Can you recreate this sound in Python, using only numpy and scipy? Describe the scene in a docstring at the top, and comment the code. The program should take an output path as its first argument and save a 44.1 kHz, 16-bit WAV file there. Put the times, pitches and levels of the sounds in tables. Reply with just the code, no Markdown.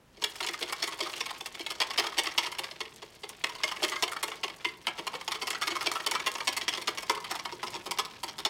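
"""Whisking batter in a plastic jug

A kitchen counter, one microphone close to the jug; a wire whisk beats about five strokes a second.
At each contact the wires meet the wall one after another, a volley of ticks that rings the jug's modes.
In between they drag along the wall and snap together, and the batter sprays, pops, gulps and slops.
Now and then the jug knocks on the counter. Behind it all, a short kitchen echo and quiet room tone."""
import sys
import numpy as np
from scipy import signal
from scipy.fft import rfft, irfft
from scipy.io import wavfile
from scipy.ndimage import uniform_filter1d

SR = 44100
rng = np.random.default_rng(int(sys.argv[2]) if len(sys.argv) > 2 else 0)


def materialize(psi):
    """Save the field psi as 16-bit PCM at rate SR to the path in sys.argv[1].

    A 1-D psi becomes a single channel; in a 2-D psi each row is a channel.
    """
    bounded = np.clip(np.atleast_2d(psi).T, -1, 1)
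    quanta = np.round(bounded * 32767).astype(np.int16)
    wavfile.write(sys.argv[1], SR, quanta)


N = 374453

# whisk on wall: (time [s], level [dB], low modes [dB], 1 kHz modes [dB], volley length [ms])
CONTACTS = [(0.17,-55,22,-20,9.8),(0.218,-34.5,5,-9,13.1),(0.239,-26,-5,-6,8.7),(0.357,-43,-11,-5,9.5),(0.404,-33.5,1,3.5,8.8),
            (0.418,-35.5,-5,-5,39),(0.465,-35.5,-1,-6,15.4),(0.487,-33,4,3,7.7),(0.535,-38,-12,7.5,11),(.609,-39,16,-14,9.4),
            (.623,-32.5,7,-9,13.7),(.676,-44,7.5,0,26),(0.697,-43.5,-9,9,12),(.724,-32.5,-27,9.5,9.9),(.798,-47,-1,0,14.6),(.822,-29.5,-0.5,-1,17.2),(0.839,-33,-16,-23,9.2),
            (.871,-38.5,2,2,18.5),(.91,-42.5,-4,3.5,27),(0.987,-43.5,5,5,13),(1.005,-30.5,7,-6,9.3),
            (1.023,-37.5,-13,-21,21),(1.061,-39.5,-1,7,15.8),(1.094,-42,-2,6,11.7),(1.131,-39,-26,7,9.4),(1.157,-42,-15,-5,10.4),(1.206,-29.5,-13,-6,10.9),
            (1.257,-38.5,-3,0,14.8),(1.293,-41,-10,7,8.9),(1.306,-36,-5,8,8),(1.407,-36.5,4,-3,7.1),(1.459,-38.5,-1,0,13.3),
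            (1.548,-41.5,-5,0,11.2),(1.593,-41,10.5,-4,11.2),(1.607,-39.5,-12,-18,9.3),(1.663,-32.5,-13,0,9.6),(1.694,-38,1,1.5,28.7),
            (1.801,-24.5,1,3.5,5.7),(1.809,-26.5,-6,0.5,19.3),(1.902,-37.5,-2.5,2.5,14.3),(1.934,-41.5,-9,-5,9.9),(1.977,-25,3,-5,13.9),
            (1.992,-24,-4,-7,14),(2.037,-36.5,-1,10.5,15),(2.067,-30,-20,7,6.4),(2.122,-42.5,-15,10,9.4),(2.172,-30.5,11,-17,2.7),
            (2.18,-22.5,-2.5,-12,18.4),(2.235,-44,-11,1,21),(2.257,-35,5,-2,7),(2.268,-30.5,-9,7,7.4),(2.307,-43.5,-11,4,18),
            (2.378,-20.5,-5.5,-8,16.7),(2.425,-34.5,-6,-1,23),(2.457,-36,-7,-1,16),(2.467,-39,5,-1,14),(2.517,-38.5,-9,5,13.7),
            (2.549,-40,-11,2,5.3),(2.585,-31,4,-3,12.3),(2.636,-36,-4,1,15.8),(2.711,-42,2,-5,11.4),(2.805,-31,1,-2.5,4.5),(2.812,-31.5,-9,2,4.35),(2.853,-44.5,-6,-8,10),
            (3.02,-44,7,-1,14.8),(3.234,-39,7.5,-2,11),(3.292,-46.5,-3,6,11.6),(3.439,-23,0,-4,7.05),(3.467,-38,-17,5,6),
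            (3.493,-40.5,-6,4,11.6),(3.552,-44,-11,11,10.5),(3.601,-47.5,1,8,5.4),(3.635,-21,-3,-5.5,8.6),(3.675,-35.5,-12,-4,20.4),
            (3.714,-35.5,-10,12,11.7),(3.761,-41.5,-9,6,12),(3.82,-38.5,23,5,7.8),(3.829,-25.5,-11,-13,15.3),(3.841,-27,-29,7,11),(3.882,-34.5,-9,-5,14),
            (3.915,-34.5,-8,5,20.7),(3.959,-35,-36,15.5,8.5),(4.024,-22.5,0.5,-8,10.2),(4.035,-25,-11,-4,7.1),(4.078,-31,-8,3,6.3),
            (4.117,-40.5,-26,12,18),(4.162,-38,-25,16.5,9.3),(4.228,-27,-3.5,-3,15),(4.278,-41,4,-4,17),(4.316,-41,-2,8,14),
            (4.432,-28,2.5,-5,17.4),(4.48,-36.5,-1,-6,5.8),(4.497,-39.5,-6,-4,11),(4.646,-26.5,-0.5,-2.5,10.1),(4.687,-39,-21,-11,7.3),(4.869,-25.5,-1,-4,6.8),
            (4.878,-30.5,1,5.5,8.8),(4.979,-38.5,10,-1,21.2),(5.068,-31,-5,4,11.2),(5.123,-42.5,7.5,5,28),(5.151,-38,-6,5,8.7),
            (5.21,-41,-5,3,8.7),(5.278,-31,0,2,10.2),(5.312,-33.5,-17,2,20),(5.345,-38,4,-4,10.5),(5.355,-41.5,-22,12.5,9),(5.414,-36.5,2,3.5,18),
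            (5.471,-33.5,-0.5,-3,13.8),(5.502,-33.5,-7,3.5,12.7),(5.529,-39,2,6.5,9.8),(5.548,-37.5,-22,12,10.6),(5.613,-34,-25,10.5,25),
            (5.671,-31,0,7,14.9),(5.704,-36,7.5,-5,20),(5.752,-38,-12,14.5,21.5),(5.805,-38,-13,10,15),(5.823,-42.5,-9,17,11.2),
            (5.86,-27,-0.5,-4,16),(5.915,-37,-1,8,12.2),(5.953,-37,-23,16,16),(6,-37,1,7,8.7),(6.063,-23.5,-4,-4,11.5),
            (6.113,-30.5,-1,-2,9.7),(6.136,-40.5,-3,13.5,12.8),(6.15,-31,-31,14,12),(6.196,-35,-1,6,12),(6.262,-27.5,2,-3.5,18.5),
            (6.352,-35,-8,11,9.6),(6.382,-39,-8,9,7),(6.403,-35,2,7.5,9.2),(6.472,-24.5,0,-11,16.9),(6.527,-35,-8,-4,10),
            (6.566,-30.5,-9,1.5,17.2),(6.612,-33.5,0,-4,11.2),(6.68,-24.5,-5,1.5,7.5),(6.688,-26.5,-6,-19,6.7),(6.718,-36.5,-6,-2,43),
            (6.769,-39.5,6,2,15),(6.815,-38.5,0,-1,13),(6.872,-31.5,-1,-16,7.8),(6.878,-25,2,6.5,4.5),(6.884,-32,3.5,2,9.3),(6.974,-37,2,4,18.2),(7.024,-42.5,4,3,14.6),
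            (7.096,-22.5,2,8,4.93),(7.102,-34,4,4,11.2),(7.149,-39.5,-7,-7,10),(7.174,-41.5,-1,9,7.3),(7.242,-42.5,-6,7,14),(7.302,-43,4.5,10,8.3),(7.31,-35.5,3.5,9,13.4),
            (7.343,-41.5,-8,15,4.5),(7.353,-38,1,7,12),(7.391,-39.5,-2,6,12),(7.452,-38.5,6.5,6.5,9.5),(7.517,-46.5,13.5,-4,21),(7.63,-36,7.5,11.5,12.2),(7.666,-43,11,-5,21),
            (7.732,-43,10,4.5,32.3),(7.857,-44,14,6,19.5),(7.91,-34.5,0,5,11.6),(7.975,-44,-5,-11,6.6),(7.986,-26.5,-0.5,4.5,4.8),(7.994,-33,-1,9.5,10.4),
            (8.05,-44.5,-10,-5,12.2),(8.232,-36.5,5,8,14.1),(8.279,-45.5,0,7,22.7),(8.382,-39.5,2,7.5,19.7),(8.45,-25,4.5,-1,3.87),(8.458,-31.5,0,5,8.3)]
# resonances of jug and wires: (frequency [Hz], level [dB], t60 [s])
JUG_MODES = [(348.5, -37.5, 0.061), (425.6, -38, 0.08), (517, -49, 0.14), (639.7, -36, 0.039),
             (782.6, -34.5, 0.036), (930.6, -27.5, 0.045), (1068.5, -29, 0.044), (1236, -33.5, 0.052),
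             (1322, -29, 0.018), (1688, -46, 0.18), (1949, -24.5, 0.019), (2171, -26.5, 0.038),
             (2234, -35.5, 0.077), (2497, -31, 0.025), (2965, -20.5, 0.009), (2790, -21.5, 0.0088),
             (3170, -27.5, 0.027), (3375, -22.5, 0.018), (3700, -19.5, 0.005), (4300, -23, 0.0024),
             (4395, -22, 0.014), (4710, -21, 0.0083), (5340, -17, 0.0061), (6610, -28, 0.013),
             (7980, -28.5, 0.0088), (9330, -30, 0.0054)]
# anchors of the low, 1 kHz, middle (two ends) and high modes: (frequency [Hz])
ZONES_HZ = [600, 1305, 2340, 2970, 3740]
# strength of the contacts' high modes and ticks: (time [s], level [dB])
BRIGHTNESS = [(0, 0.5), (1.5, -1.5), (2.4, -2.5), (3, -4), (4, -3.5), (4.6, -8), (5.5, 0), (6.5, -2),
              (7.3, 0.5), (8.49, 3.5)]
# tick of wire on plastic: (frequency [Hz], level [dB])
TICK_SPECTRUM = [(300, -48), (1500, -16), (3500, -6), (6000, -2.5), (9000, -4), (16500, -19.5)]
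# wires dragging and air pockets popping: (time [s], level [dB])
STIR_LEVEL = [(0.0, -103), (0.23, -54.5), (0.42, -54), (1.04, -51.5), (1.61, -57.5), (1.89, -52),
              (2.43, -55.5), (2.98, -62), (3.26, -61.5), (3.9, -52), (4.73, -62), (5.7, -53), (6.29, -53.5),
              (7.76, -57.5), (8.49, -60)]
# wire against wire: (time [s], level [dB])
WIRE_SNAPS = [(0.4645, -23), (0.5345, -29.5), (0.592, -31), (0.798, -42), (1.1802, -30), (1.461, -23.5),
              (1.525, -37), (2.235, -23), (2.961, -35.5), (3.292, -25), (3.8812, -25), (3.897, -23),
              (4.117, -31), (4.28, -27), (4.302, -33), (4.357, -36), (5.4214, -26), (5.504, -17),
              (5.916, -18.5), (5.938, -30), (6.112, -16), (6.3165, -24), (6.34, -29), (6.9504, -32.5),
              (7.0068, -35), (7.118, -28), (7.1507, -28.5), (7.7047, -31), (8.2851, -36)]
# air gulped by the batter: (time [s], level [dB], pitch [Hz])
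GLUGS = [(0.633, -40, 343), (1.002, -34, 601), (1.024, -39, 330), (1.205, -40, 440), (1.985, -37.5, 357),
         (3.023, -46.5, 407), (3.236, -41, 418), (3.83, -35, 600), (3.845, -47, 362), (4.03, -39, 351),
         (5.149, -39.5, 502), (5.717, -35, 332), (5.862, -38, 630), (5.954, -30, 1302), (6.148, -33, 1280),
         (7.456, -35.5, 920)]
# jug on counter: (time [s], level [dB], pitch [Hz])
KNOCKS = [(1.99, -48, 241), (3.823, -51, 232), (4.02, -55, 149), (4.872, -47, 245), (4.988, -51, 174),
          (5.151, -52, 163), (5.427, -46, 260), (7.091, -43.5, 260), (7.642, -50, 242), (7.89, -48, 176)]
# batter slopping: (time [s], level [dB])
SLOP_LEVEL = [(0, -65.5), (4.3, -65), (5, -63.5), (8.49, -59)]
# decay of the kitchen's echo: (frequency [Hz], t60 [s])
KITCHEN_DECAY = [(700, 0.57), (4000, 0.16), (12000, 0.11)]
# room tone: (frequency [Hz], level [dB])
ROOM_SPECTRUM = [(20, -16), (130, -13.5), (500, -7), (2500, -18), (16500, -33)]


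def whisk_contacts(wires=10, chatters=8, square_ms=9.1, lead_in=0.27, wire_scatter_db=1.83):
    """Each contact is a volley: wires land one by one, each chattering briefly; the last trail off."""
    start_s, level_db, low_db, khz_db, volley_ms = np.transpose(CONTACTS)[:, :, None]
    high_db = np.interp(start_s, *np.transpose(BRIGHTNESS))
    volleys, length = len(CONTACTS), volley_ms * SR / 1000
    lands = (np.arange(wires) + rng.random((volleys, wires))) / (wires - 3)   # in volley lengths
    lands[:, 0] = 0
    lands += 4.5 * np.maximum(lands - 1, 0)   # three stragglers rattle on after the volley
    late = np.repeat(lands, chatters, axis=1) + .12 * rng.random((volleys, wires * chatters)) ** 2
    at = (start_s * SR + late * length).astype(int)
    force_db = wire_scatter_db * np.repeat(rng.standard_normal((volleys, wires)), chatters, axis=1)
    chatter = np.clip(rng.standard_normal(late.shape), -2, 2)
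    # short volleys land at full force; longer, glancing ones swell
    swell = np.minimum(square_ms / volley_ms + late / lead_in / 2, 1)
    fade = from_db(np.maximum(-7 * late ** 2, -27))
    sizes = swell * fade * from_db(force_db) * chatter
    # the energy of a volley is its power times its length
    sizes *= from_db(level_db) * np.sqrt(length / np.sum(sizes ** 2, axis=1, keepdims=True))
    scatter = np.clip(rng.standard_normal((volleys, 1, len(JUG_MODES))), -2, 1)
    signs = rng.choice([-1, 1], late.shape + (len(JUG_MODES),))
    bends = rng.integers(-2, 3, scatter.shape)
    body = jug(at, sizes, (low_db, khz_db, high_db), scatter, signs, bends)
    return body + wire_ticks(at, sizes * from_db(high_db) * (late < 1.3))


def jug(at, sizes, zone_db, scatter, signs, bends, scatter_db=3.5, load_bend=0.019, build_up_s=0.00786):
    """Ticks ring every mode of the jug; each contact point favours other modes, pushed in or out."""
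    out = np.zeros(N)
    for k, (hz, mode_db, t60) in enumerate(JUG_MODES):
        # weights of the low, 1 kHz and high zones
        weights = [np.interp(np.log(hz), np.log(ZONES_HZ), row) for row in np.eye(5)[[0, 1, 4]]]
        tilt_db = sum(weight * db for weight, db in zip(weights, zone_db))
        gain = sizes * signs[..., k] * from_db(mode_db + tilt_db + scatter_db * scatter[..., k])
        # slow bending waves set the lowest mode going late, higher ones much sooner
        lag = int(build_up_s * SR * (JUG_MODES[0][0] / hz) ** 2)
        for bend in range(-2, 3):   # the batter's load bends the pitch up to two steps either way
            clicks = sum_at(at + lag, gain * (bends[..., k] == bend))
            out += ring(clicks, hz * (1 + load_bend * bend), t60)
    return out


def wire_ticks(at, sizes, split_hz=6500, tilt_db=5):
    """The bare tick of wire on plastic before any mode builds up, brighter or duller at each contact."""
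    tilt = from_db(tilt_db * rng.standard_normal((len(at), 1)))
    lows = butter(sum_at(at, sizes) + 1e-18, split_hz, "low")
    highs = butter(sum_at(at, sizes * tilt) + 1e-18, split_hz, "high")
    return colour(lows + highs, TICK_SPECTRUM)


def wire_drag(catches_per_s=2500):
    """Dense, uneven little catches of the wires on the wall ring the same modes."""
    at = np.flatnonzero(rng.random(N) < catches_per_s / SR)
    sizes = from_db(3 * np.minimum(rng.exponential(1, N), 5))[at]
    patch, modes = at // 512, len(JUG_MODES)   # mode balance and pitch hold for about 12 ms
    scatter = rng.standard_normal((2048, modes))[patch]
    signs = rng.choice([-1, 1], (4096, modes))[at % 4096]
    bends = rng.integers(-2, 3, (2048, modes))[patch]
    return rms_one(jug(at, sizes, zone_db=(9, -5, 0), scatter=scatter, signs=signs, bends=bends))


def wire_snaps(crack_t60_s=0.007, tail_t60_s=0.069, above_hz=570):
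    """Wires snap against each other: a bright burst that cracks at once, then dies fast."""
    out, t = np.zeros(N), np.arange(SR // 16) / SR
    decay = from_db(-60 * t / crack_t60_s) + from_db(-60 * t / tail_t60_s) / 3
    for start_s, level_db in WIRE_SNAPS:
        start = int(start_s * SR)
        out[start:start + len(t)] += from_db(level_db) * decay * rng.standard_normal(len(t))
    return colour(butter(out, above_hz, "high"), TICK_SPECTRUM)


def batter_spray(contact, t60_s=0.091, above_hz=2300, shimmer_db=-22):
    """Batter sprays through the wires after each contact: a fluttering hiss with a thin wire shimmer."""
    keep = from_db(-120 / (t60_s * SR))
    envelope = np.sqrt(signal.lfilter([1 - keep], [1, -keep], contact ** 2))
    flutter = from_db(3 * rms_one(uniform_filter1d(rng.standard_normal(N), size=400)))
    noise = rng.standard_normal(N)
    hiss = rms_one(colour(butter(noise, above_hz, "high"), TICK_SPECTRUM))
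    shimmer = from_db(shimmer_db) * rms_one(ring(noise, hz=12610, t60=0.03))
    return envelope * flutter * (hiss + shimmer)


def batter_pops(pops_per_s=1500, lowest_hz=1800, cycles=0.76, tilt_db=-9, spread=0.32):
    """Small air pockets burst in clumps, each clump near a pitch of its own, fainter on top."""
    clump = 400   # samples
    density = np.repeat(rng.exponential(1, N // clump + 1), clump)[:N]
    at = np.flatnonzero(rng.random(N) < density * pops_per_s / SR)
    own_pitch, faintness = rng.random((2, N))[:, at, None]
    clump_pitch = rng.random(N // clump + 1)[at // clump, None]
    pitch = spread * own_pitch + (1 - spread) * clump_pitch
    hz = lowest_hz * 8 ** pitch   # within three octaves
    t = np.arange(256) / SR
    age = t * hz / cycles
    tones = from_db(tilt_db * pitch - 20 * faintness - 10 * age) * np.sin(2 * np.pi * hz * t)
    return rms_one(sum_at(at[:, None] + np.arange(len(t)), tones))


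def glugs_and_knocks(glug_crest_s=0.0075, knock_crest_s=0.0076, rise_per_s=1.3):
    """Batter gulps air and the jug knocks on the counter: soft tones that swell, climb a little and die."""
    out, t = np.zeros(N), np.arange(SR // 8) / SR
    for events, crest_s in ((GLUGS, glug_crest_s), (KNOCKS, knock_crest_s)):
        swell = t / crest_s * np.exp(1 - t / crest_s)
        for start_s, level_db, hz in events:
            start = int(start_s * SR)
            tone = np.sin(2 * np.pi * hz * t * (1 + rise_per_s * t / 2))
            out[start:start + len(t)] += from_db(level_db) * swell * tone
    return out


def batter_slop(band_hz=(95, 240)):
    """Low lumpy noise of thick batter thrown about."""
    return from_db(in_time(SLOP_LEVEL)) * rms_one(butter(rng.standard_normal(N), band_hz, "band"))


def kitchen_echo(source, count=8, hold_samples=2000, onset_s=0.0027):
    """Diffuse tails, each octave dying at its own rate; they take turns as the contact point wanders."""
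    t, tails = np.arange(SR // 2) / SR, 0
    for hz in 177 * 2. ** np.arange(7):
        octave = butter(rng.standard_normal((count, len(t))), [hz / np.sqrt(2), hz * np.sqrt(2)], "band")
        tails = tails + octave * from_db(-60 * t / at_hz(KITCHEN_DECAY, hz))
    tails *= np.clip(t / onset_s, 0, 1)
    tails /= np.sqrt(np.sum(tails ** 2, axis=1, keepdims=True))
    turn = np.arange(N) // hold_samples % count == np.arange(count)[:, None]
    shares = uniform_filter1d(turn * 1., size=hold_samples // 4, axis=1)
    return signal.fftconvolve(source * shares, tails, axes=1).sum(axis=0)[:N]


def room_tone(air_db=-64, rumble_db=-71.5, rumble_hz=(36.5, 73)):
    """The quiet kitchen behind the jug: a soft hiss over a deep, wavering hum."""
    air = rms_one(colour(rng.standard_normal(N), ROOM_SPECTRUM))
    rumble = rms_one(butter(rng.standard_normal(N), rumble_hz, "band"))
    return from_db(air_db) * air + from_db(rumble_db) * rumble


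def from_db(db):
    """Decibels to gain."""
    return 10 ** (np.asarray(db) / 20)


def rms_one(x):
    """Scale to rms 1."""
    return x / np.sqrt(np.mean(x ** 2) + 1e-20)


def in_time(rows):
    """A (time [s], value) curve at every sample."""
    return np.interp(np.arange(N) / SR, *np.transpose(rows))


def at_hz(rows, hz):
    """A (frequency [Hz], value) table read on a log-frequency axis."""
    table_hz, values = np.transpose(rows)
    return np.interp(np.log(hz), np.log(table_hz), values)


def sum_at(at, values):
    """Add values into a silent track at the given sample indices."""
    return np.bincount(at.ravel(), values.ravel(), N)[:N]


def butter(x, hz, kind, order=2):
    """Low-, high- or band-pass filter."""
    return signal.sosfilt(signal.butter(order, hz, kind, fs=SR, output="sos"), x)


def ring(clicks, hz, t60):
    """A unit click sets a sine of height 1 ringing."""
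    r, w = from_db(-60 / (t60 * SR)), 2 * np.pi * hz / SR
    return signal.lfilter([0, np.sin(w)], [1, -2 * r * np.cos(w), r * r], clicks + 1e-18)


def colour(x, spectrum):
    """Causal (minimum-phase) filter with the given spectrum."""
    hz = np.maximum(np.arange(2049) * SR / 4096, 1)
    cepstrum = irfft(at_hz(spectrum, hz) * np.log(10) / 20)
    cepstrum[1:2048] *= 2
    cepstrum[2049:] = 0
    return signal.fftconvolve(x, irfft(np.exp(rfft(cepstrum))))[:len(x)]


def scene(pops_db=5, spray_db=-24.5, echo_db=-12.5):
    """At the microphone, in mono: whisk, jug and batter up close, the kitchen well behind."""
    stirring = from_db(in_time(STIR_LEVEL)) * (wire_drag() + from_db(pops_db) * batter_pops())
    # the jug is too small to push out bass
    whisk = butter(whisk_contacts() + stirring, hz=276, kind="high", order=4)
    close = whisk + from_db(spray_db) * batter_spray(whisk) + glugs_and_knocks() + wire_snaps()
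    background = room_tone()
    return (close + from_db(echo_db) * kitchen_echo(close) + batter_slop() + background)[None]


def record(dry, overload=0.24, cutoff_hz=16300):
    """The recorder rounds the peaks and cuts the top."""
    rounded = overload * np.tanh(dry / overload)
    return signal.sosfilt(signal.cheby2(20, 60, cutoff_hz, fs=SR, output="sos"), rounded)


dry = scene()
out = record(dry)
materialize(out)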